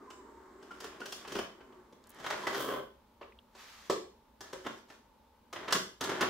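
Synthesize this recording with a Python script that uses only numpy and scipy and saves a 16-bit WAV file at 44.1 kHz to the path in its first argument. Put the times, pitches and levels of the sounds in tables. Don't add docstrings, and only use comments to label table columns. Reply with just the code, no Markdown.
import sys
import numpy as np
from scipy import signal
from scipy.fft import rfft, irfft
from scipy.io import wavfile
from scipy.ndimage import uniform_filter1d

SR = 44100
rng = np.random.default_rng(int(sys.argv[2]) if len(sys.argv) > 2 else 0)


def pcm_store(signal):
    levels = np.round(np.clip(np.atleast_2d(signal), -1, 1) * 32767)
    wavfile.write(sys.argv[1], SR, levels.astype(np.int16).T)


N = 277389
TIME = np.arange(N) / SR


def undb(db):
    return 10 ** (np.asarray(db) / 20)


def unit(x):
    return x / np.sqrt(np.mean(x ** 2))


def value_at(hz, points):
    pitches, values = np.transpose(points)
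    return np.interp(np.log(np.maximum(hz, 1)), np.log(pitches), values)


def band(x, kind, hz, order=3):
    return signal.sosfilt(signal.butter(order, hz, kind, fs=SR, output="sos"), x)


def colour(x, points, size=4096):
    cepstrum = irfft(np.log(undb(value_at(np.fft.rfftfreq(size, 1 / SR), points))))
    cepstrum[1:size // 2] *= 2
    cepstrum[size // 2 + 1:] = 0
    return signal.fftconvolve(x, irfft(np.exp(rfft(cepstrum))))[:len(x)]


def resonate(x, hz, width_hz):
    return signal.lfilter(*signal.iirpeak(hz, hz / width_hz, fs=SR), x)


def narrow_noise(hz, width_hz):
    return resonate(resonate(rng.standard_normal(N), hz, width_hz), hz, width_hz)


def body(force, tone, notes, ring_db):
    ring = sum(undb(db) * resonate(force, hz, width) for hz, width, db in notes)
    return unit(colour(force, tone)) + undb(ring_db) * unit(ring)


def wander(rate_hz):
    points = rng.standard_normal(N // 100)
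    return np.interp(TIME * rate_hz, np.arange(len(points)), points)


def gain_curve(times_s, db, fade_s=.013):
    edges_s = np.r_[times_s[0] - fade_s, times_s, times_s[-1] + fade_s]
    return undb(np.interp(TIME, edges_s, np.r_[-120, db, -120]))


def turning(hz, wobble):
    return 2 * np.pi * np.cumsum(hz * (1 + wobble * wander(69.1))) / SR


def running(db, fade_db_per_s, off_s, coast_s):
    return undb(db - fade_db_per_s * TIME - 60 * np.maximum(TIME - off_s, 0) / coast_s)


def slips(per_second, spread_db):
    size = undb(spread_db * np.minimum(rng.exponential(size=N), 3))
    return (rng.random(N) < per_second / SR) * size * rng.choice([-1, 1], N)


def blows(table, tone, notes, ring_db, bands_db, scatter_db, rattle_s, rise_s):
    low_db, middle_db, high_db = bands_db
    t = TIME[:SR // 3]
    push = 1. * (t == 0)
    out = np.zeros(N + len(t))
    for start_s, level_db, bass_db, treble_db in table:
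        slowness = 2 ** (-treble_db / 45)
        swell = 1 - np.exp(-t / (rise_s * slowness))
        rattle = rng.standard_normal(len(t)) * undb(-60 * t / (rattle_s * slowness)) * swell
        shares = rng.choice([-1, 1], len(notes)) * undb(scatter_db * rng.standard_normal(len(notes)))
        shifts = 1 + .0058 * rng.standard_normal(len(notes))
        ring = sum(share * undb(db) * resonate(push, hz * shift, width)
                   for (hz, width, db), share, shift in zip(notes, shares, shifts))
        sound = unit(colour(rattle, tone)) + undb(ring_db) * unit(ring * swell)
        low = undb(low_db + bass_db) * unit(band(sound, "low", 600))
        middle = undb(middle_db) * unit(band(sound, "band", [600, 3000]))
        high = undb(high_db + treble_db) * unit(band(sound, "high", 3000))
        start = int(start_s * SR)
        out[start:start + len(t)] += undb(level_db) * (low + middle + high)
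    return out[:N]


def rub(curve, sound):
    times_s, level_db, treble_db = np.transpose(curve)
    uneven = sound * undb(1.5 * wander(45))
    dull = unit(band(uneven, "low", 3000)) * gain_curve(times_s, level_db)
    bright = unit(band(uneven, "high", 3000)) * gain_curve(times_s, treble_db)
    return dull + bright


def stroke(start_s, end_s, attack_s, level_db, swell_db, treble_db, release_s, dulling_db):
    times_s = [start_s - attack_s, start_s, end_s, end_s + release_s]
    levels = level_db + np.array([-30, 0, swell_db, swell_db - 30])
    trebles = levels + treble_db - dulling_db * np.array([0, 0, 1, 1])
    return np.c_[times_s, levels, trebles]


# pitch_hz, level_db
STEREO_WIDTH = [(60, -22.5), (250, -12), (420, -17), (600, -2), (1000, -7.5), (2000, -4.5), (5000, -1.5),
                (14000, -1)]
def stereo(mid, side):
    return mid + np.array([[1], [-1]]) * colour(side, STEREO_WIDTH)


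# pitch_hz, level_db
AIR_TONE = [(15, -39.5), (25, -12), (79, -14.5), (169, -20), (233, -6), (297, -18), (598, -17.5),
            (741, -28.5), (871, -10.5), (1050, -20), (1620, -29), (1900, -31.5), (3630, -33.5), (8130, -44),
            (15500, -41)]
# pitch_hz, width_hz, level_db
IDLE_HUMS = [(62.3, 9.4, -73), (241, 21, -90), (858, 160, -81.5)]
def air():
    mid, side = (unit(colour(rng.standard_normal(N), AIR_TONE)) for _ in range(2))
    hum = sum(undb(db) * unit(narrow_noise(hz, 2 * width)) for hz, width, db in IDLE_HUMS)
    return undb(-66) * stereo(mid, side) + hum


# pitch_hz, level_db
GEARBOX_TONE = [(120, -26), (190, -22), (250, -1.5), (380, 3.5), (500, -9), (700, -11.5), (950, -4.5),
                (1500, -13), (2200, -20), (3000, -42), (8500, -34), (15500, -84)]
# pitch_hz, width_hz, level_db
GEARBOX_NOTES = [(260, 9.4, 1), (290, 30, 5), (380, 120, -3.5), (940, 27, -23), (1040, 47, 12),
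                 (1500, 38, 0.5)]
def motor(free_hz=423, loaded_hz=370, load_s=.15, sag_s=.12):
    hz = loaded_hz + (free_hz - loaded_hz) * np.exp(-np.maximum(TIME - load_s, 0) / sag_s)
    phase = turning(hz, wobble=.012)
    whir = unit(np.sin(phase) + .15 * np.sin(3 * phase)) * undb(2 * wander(40.5))
    rasp = rng.standard_normal(N) * (1 + .5 * np.cos(phase))
    grind = unit(body(rasp, GEARBOX_TONE, GEARBOX_NOTES, ring_db=-10.5))
    gain = running(-54, fade_db_per_s=1.8, off_s=1.75, coast_s=1.6)
    return (undb(-9) * whir + undb(-2.5) * grind) * gain


def head_drum(start_hz=1200, end_hz=860, brake_s=.19):
    hz = end_hz + (start_hz - end_hz) * np.exp(-TIME / brake_s)
    whine = unit(np.sin(turning(hz, wobble=.0283)) * undb(4.5 * wander(111.6)))
    return whine * running(-59, fade_db_per_s=9, off_s=.4, coast_s=.25)


def rewind():
    jerk = gain_curve(times_s=[.1, .5], db=[-68, -128])
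    run = gain_curve(times_s=[.1, .75], db=[-86, -86])
    return unit(narrow_noise(hz=7500, width_hz=1300)) * (jerk + run)


# pitch_hz, level_db
DECK_TONE = [(60, -19), (130, -10), (280, -4), (400, 2.5), (520, -3), (800, -3.5), (1400, -2.5),
             (2200, -13), (3000, -7), (3800, -13.5), (5500, -10.5), (9000, -22.5), (15000, -27.5)]
# pitch_hz, width_hz, level_db
DECK_NOTES = [(215, 26, -2), (278, 22, -5), (396, 21, 7), (585, 100, -3), (1084, 100, 0), (1580, 360, -5.5),
              (3200, 130, -12), (5230, 190, -29)]
# start_s, level_db, bass_db, treble_db
LATCH_SNAPS = [(0.102, -49, -9, -4), (0.625, -53, 2, -6), (0.709, -49, 0, -9), (0.802, -48, -6, 3),
               (0.841, -41, -2, -4), (1.002, -46, 1, -5), (1.013, -44, 1, -16), (1.056, -43.5, -5, 2),
               (1.122, -43, -11, 6), (1.247, -44, -12, -22), (1.275, -45, -7, -2), (1.319, -41.5, 2, -1),
               (1.351, -35, 0, -9), (1.364, -44, 9, -7), (1.386, -33.5, -1, -8), (1.604, -52, -1, -21),
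               (1.722, -60, 4, -14)]
def latches():
    return blows(LATCH_SNAPS, DECK_TONE, DECK_NOTES, ring_db=-7, bands_db=(-16, -15.5, -18),
                 scatter_db=1.5, rattle_s=.054, rise_s=.0026)


# time_s, level_db, treble_db
TRAY_SLIDE = [(.6, -63, -80), (.79, -59, -66), (.83, -46, -58), (.9, -53, -72), (1.03, -54, -64),
              (1.11, -57, -54), (1.24, -56, -66), (1.37, -44, -51), (1.48, -59, -88)]
def tray():
    grate = body(slips(per_second=2200, spread_db=4.5), DECK_TONE, DECK_NOTES, ring_db=0)
    return undb(-1) * rub(TRAY_SLIDE, grate)


# start_s, level_db, pitch_hz
PART_PINGS = [(0.708, -34, 1390), (1.015, -31, 1444), (1.356, -37, 215), (1.385, -32, 3075),
              (2.435, -30, 1008), (2.468, -24, 1985), (4.408, -39, 1730), (4.53, -33, 530),
              (4.663, -32, 1070), (5.725, -29, 1980), (5.745, -33, 195)]
def pings(trim_db=-2, rise_s=.0012):
    t = TIME[:SR // 4]
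    out = np.zeros(N)
    for start_s, level_db, pitch_hz in PART_PINGS:
        ring_s = .075 * (1000 / pitch_hz) ** .55
        gain = undb(level_db + trim_db - 60 * t / ring_s) * (1 - np.exp(-t / rise_s))
        start = int(start_s * SR)
        out[start:start + len(t)] += gain * np.sin(2 * np.pi * pitch_hz * t)
    return out


def bursts(table, length_s, octaves, trim_db=-4):
    t = TIME[:SR // 20]
    spread = 2 ** (octaves / 2)
    out = np.zeros(N)
    for start_s, level_db, pitch_hz in table:
        noise = band(rng.standard_normal(len(t)), "band", [pitch_hz / spread, pitch_hz * spread], 2)
        start = int(start_s * SR)
        out[start:start + len(t)] += undb(level_db + trim_db - 60 * t / length_s) * unit(noise)
    return out


# start_s, level_db, pitch_hz
PLASTIC_SQUEAKS = [(1.214, -44, 3480), (3.230, -44, 2520), (3.322, -47, 2300), (3.388, -45, 3100)]
def squeaks():
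    return bursts(PLASTIC_SQUEAKS, length_s=.025, octaves=.25)


# pitch_hz, level_db
SHELL_TONE = [(60, -33.5), (110, -12.5), (190, -12), (370, 1), (470, -3.5), (750, -6), (1100, -2.5),
              (1900, -6.5), (2500, -14), (3200, -8), (4200, -11), (6000, -11), (9000, -21.5), (15000, -27)]
# pitch_hz, width_hz, level_db
SHELL_NOTES = [(135.5, 4.7, -9.5), (195, 13.6, -3), (237, 41, 0.5), (287.5, 7.3, 4.5), (375, 62, 8.5),
               (643, 25, 3.5), (805, 42, -6), (957, 13, -8.5), (1006, 160, -4), (1300, 15, -12),
               (1650, 50, -4), (1980, 12, -23), (3045, 70, -9), (3430, 100, -21), (4540, 28, -20),
               (5240, 80, -49)]
# start_s, level_db, bass_db, treble_db
SHELL_KNOCKS = [(1.924, -63, 8, -2), (2.241, -39.5, -17, -12), (2.262, -34, -15, -10),
                (2.302, -30.5, -20, -10), (2.321, -34.5, -9, -25), (2.468, -29, -7, -11),
                (2.545, -35, -14, -8), (4.406, -47, -6, 1), (4.528, -41.5, 0, -5), (4.647, -46, 0, -13),
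                (4.662, -35, -3, -13), (4.899, -51, -8, -9), (5.527, -40, -9, -5), (5.558, -39, -8, -17),
                (5.679, -34, -10, -14), (5.706, -36.5, -9, -7), (5.723, -23.5, -18, 0),
                (5.752, -31.5, -3, -16), (6.008, -35, -6, 0), (6.038, -40, -7, 3), (6.093, -33.5, -2, -9),
                (6.114, -37, 1, -13), (6.208, -26, -5, -7), (6.222, -26.5, -5, -18)]
def knocks():
    return blows(SHELL_KNOCKS, SHELL_TONE, SHELL_NOTES, ring_db=-11, bands_db=(-13.5, -15, -17),
                 scatter_db=3, rattle_s=.048, rise_s=.003)


# start_s, level_db, pitch_hz
DRY_TICKS = [(2.04, -54, 5200), (2.071, -51, 7500), (2.094, -46, 11500), (2.103, -45, 11000),
             (2.116, -53, 13000), (2.146, -55, 9000)]
def ticks():
    return bursts(DRY_TICKS, length_s=.019, octaves=1.2)


# start_s, end_s, attack_s, level_db, swell_db, treble_db
HAND_STROKES = [(2.21, 2.58, .24, -48.5, 9, -12), (4.42, 4.78, .02, -57, -1, -8),
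                (4.89, 4.96, .03, -60, -1, -6), (5.54, 5.71, .02, -50.5, 5, -19),
                (6.02, 6.29, .02, -39.5, 0, -18)]
def scuffs():
    scuff = body(slips(per_second=2500, spread_db=3.5), SHELL_TONE, SHELL_NOTES, ring_db=-7.5)
    return sum(rub(stroke(*row, release_s=.05, dulling_db=1), scuff) for row in HAND_STROKES)


# pitch_hz, level_db
SLOT_TONE = [(70, -48), (130, 5.5), (165, -12.5), (240, 0.5), (390, 2.5), (580, 1.5), (780, -8),
             (1150, -0.5), (1600, -12.5), (2400, -30), (3200, -9.5), (3900, -27.5), (8500, -30.5),
             (14500, -25)]
# pitch_hz, width_hz, level_db
SLOT_NOTES = [(128.4, 16, 4), (238, 19, -6), (285, 25, -10), (404, 17, 10), (482, 22, -27), (550, 25, -6),
              (1030, 32, 2.5), (1285, 60, -2), (1480, 70, 1)]
def drag():
    judder = body(slips(per_second=1100, spread_db=3), SLOT_TONE, SLOT_NOTES, ring_db=-8)
    pull = stroke(start_s=2.615, end_s=2.77, attack_s=.16, level_db=-34, swell_db=-3,
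                  treble_db=-6, release_s=.09, dulling_db=14)
    return rub(pull, judder)


# pitch_hz, level_db
SHELF_TONE = [(60, -21), (140, -19), (240, -15.5), (400, -3), (560, -5.5), (720, -9), (1100, -9),
              (1800, -18), (2600, -20), (4000, -19), (7500, -24.5), (9500, -36), (15500, -39)]
# pitch_hz, width_hz, level_db
SHELF_NOTES = [(230, 29, -9.5), (379, 32, 6.5), (468, 31, -5.5), (563, 32, 1), (970, 44, -7),
               (1143, 60, -8.5), (1690, 55, -31), (1743, 44, -13), (1905, 70, -25)]
# start_s, level_db, bass_db, treble_db
SHELF_BUMPS = [(3.211, -46, -9, -28), (3.549, -56, -9, -9), (3.897, -28.5, -1.5, -13)]
def set_down():
    thuds = blows(SHELF_BUMPS, SHELF_TONE, SHELF_NOTES, ring_db=1, bands_db=(-9, -13, -9.5),
                  scatter_db=1, rattle_s=.1, rise_s=.001)
    return band(thuds, "high", 130, order=2)


# pitch_hz, level_db
HISS_TONE = [(240, -47), (400, -11), (577, -11), (614, -10.5), (761, -9.5), (1320, -3), (1420, -10),
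             (1710, -3.5), (2550, -12.5), (6680, -21), (9070, -31), (13700, -30.5), (15500, -37)]
def faint_hiss():
    hiss = colour(slips(per_second=9000, spread_db=3), HISS_TONE)
    curve = stroke(start_s=3.59, end_s=3.89, attack_s=.09, level_db=-56.5, swell_db=-6,
                   treble_db=-1, release_s=.03, dulling_db=-1)
    return rub(curve, hiss)


# pitch_hz, fade_s
ECHO_FADE = [(100, .45), (300, .38), (1000, .34), (4500, .38), (13000, .35)]
def room(x, near_db=-3, near_s=.069, tail_db=-1, build_s=.01):
    t = TIME[:SR * 2 // 3]
    hz = np.fft.rfftfreq(len(t), 1 / SR)
    octave = np.round(np.log2(np.maximum(hz, 64)))

    def echoes():
        noise = rfft(rng.standard_normal(len(t)))
        tail = sum(irfft(noise * (octave == k), len(t)) * undb(-60 * t / value_at(2 ** k, ECHO_FADE))
                   for k in np.unique(octave))
        tail *= 1 - np.exp(-t / build_s)
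        near = rng.standard_normal(len(t)) * undb(-60 * t / near_s) * (t > .001)
        return (undb(tail_db) * unit(tail) + undb(near_db) * unit(near)) / np.sqrt(2 * len(t))

    def even(response):
        power = uniform_filter1d(np.abs(rfft(response)) ** 2, 40)
        return colour(response, np.c_[hz, -10 * np.log10(power)][1:])

    response = stereo(even(echoes() + (t == 0)), even(echoes()))
    return signal.fftconvolve(x[None], response, axes=1)[:, :N]


def scene():
    machine = room(motor() + head_drum() + rewind() + latches() + tray() + pings())
    tapes = room(knocks() + scuffs() + drag())
    shelf = room(set_down() + faint_hiss())
    return air() + machine + tapes + shelf + squeaks() + ticks()


def record(dry, top_hz=15700):
    return signal.sosfilt(signal.ellip(10, .2, 70, top_hz, fs=SR, output="sos"), dry)


dry = scene()
out = record(dry)
pcm_store(out)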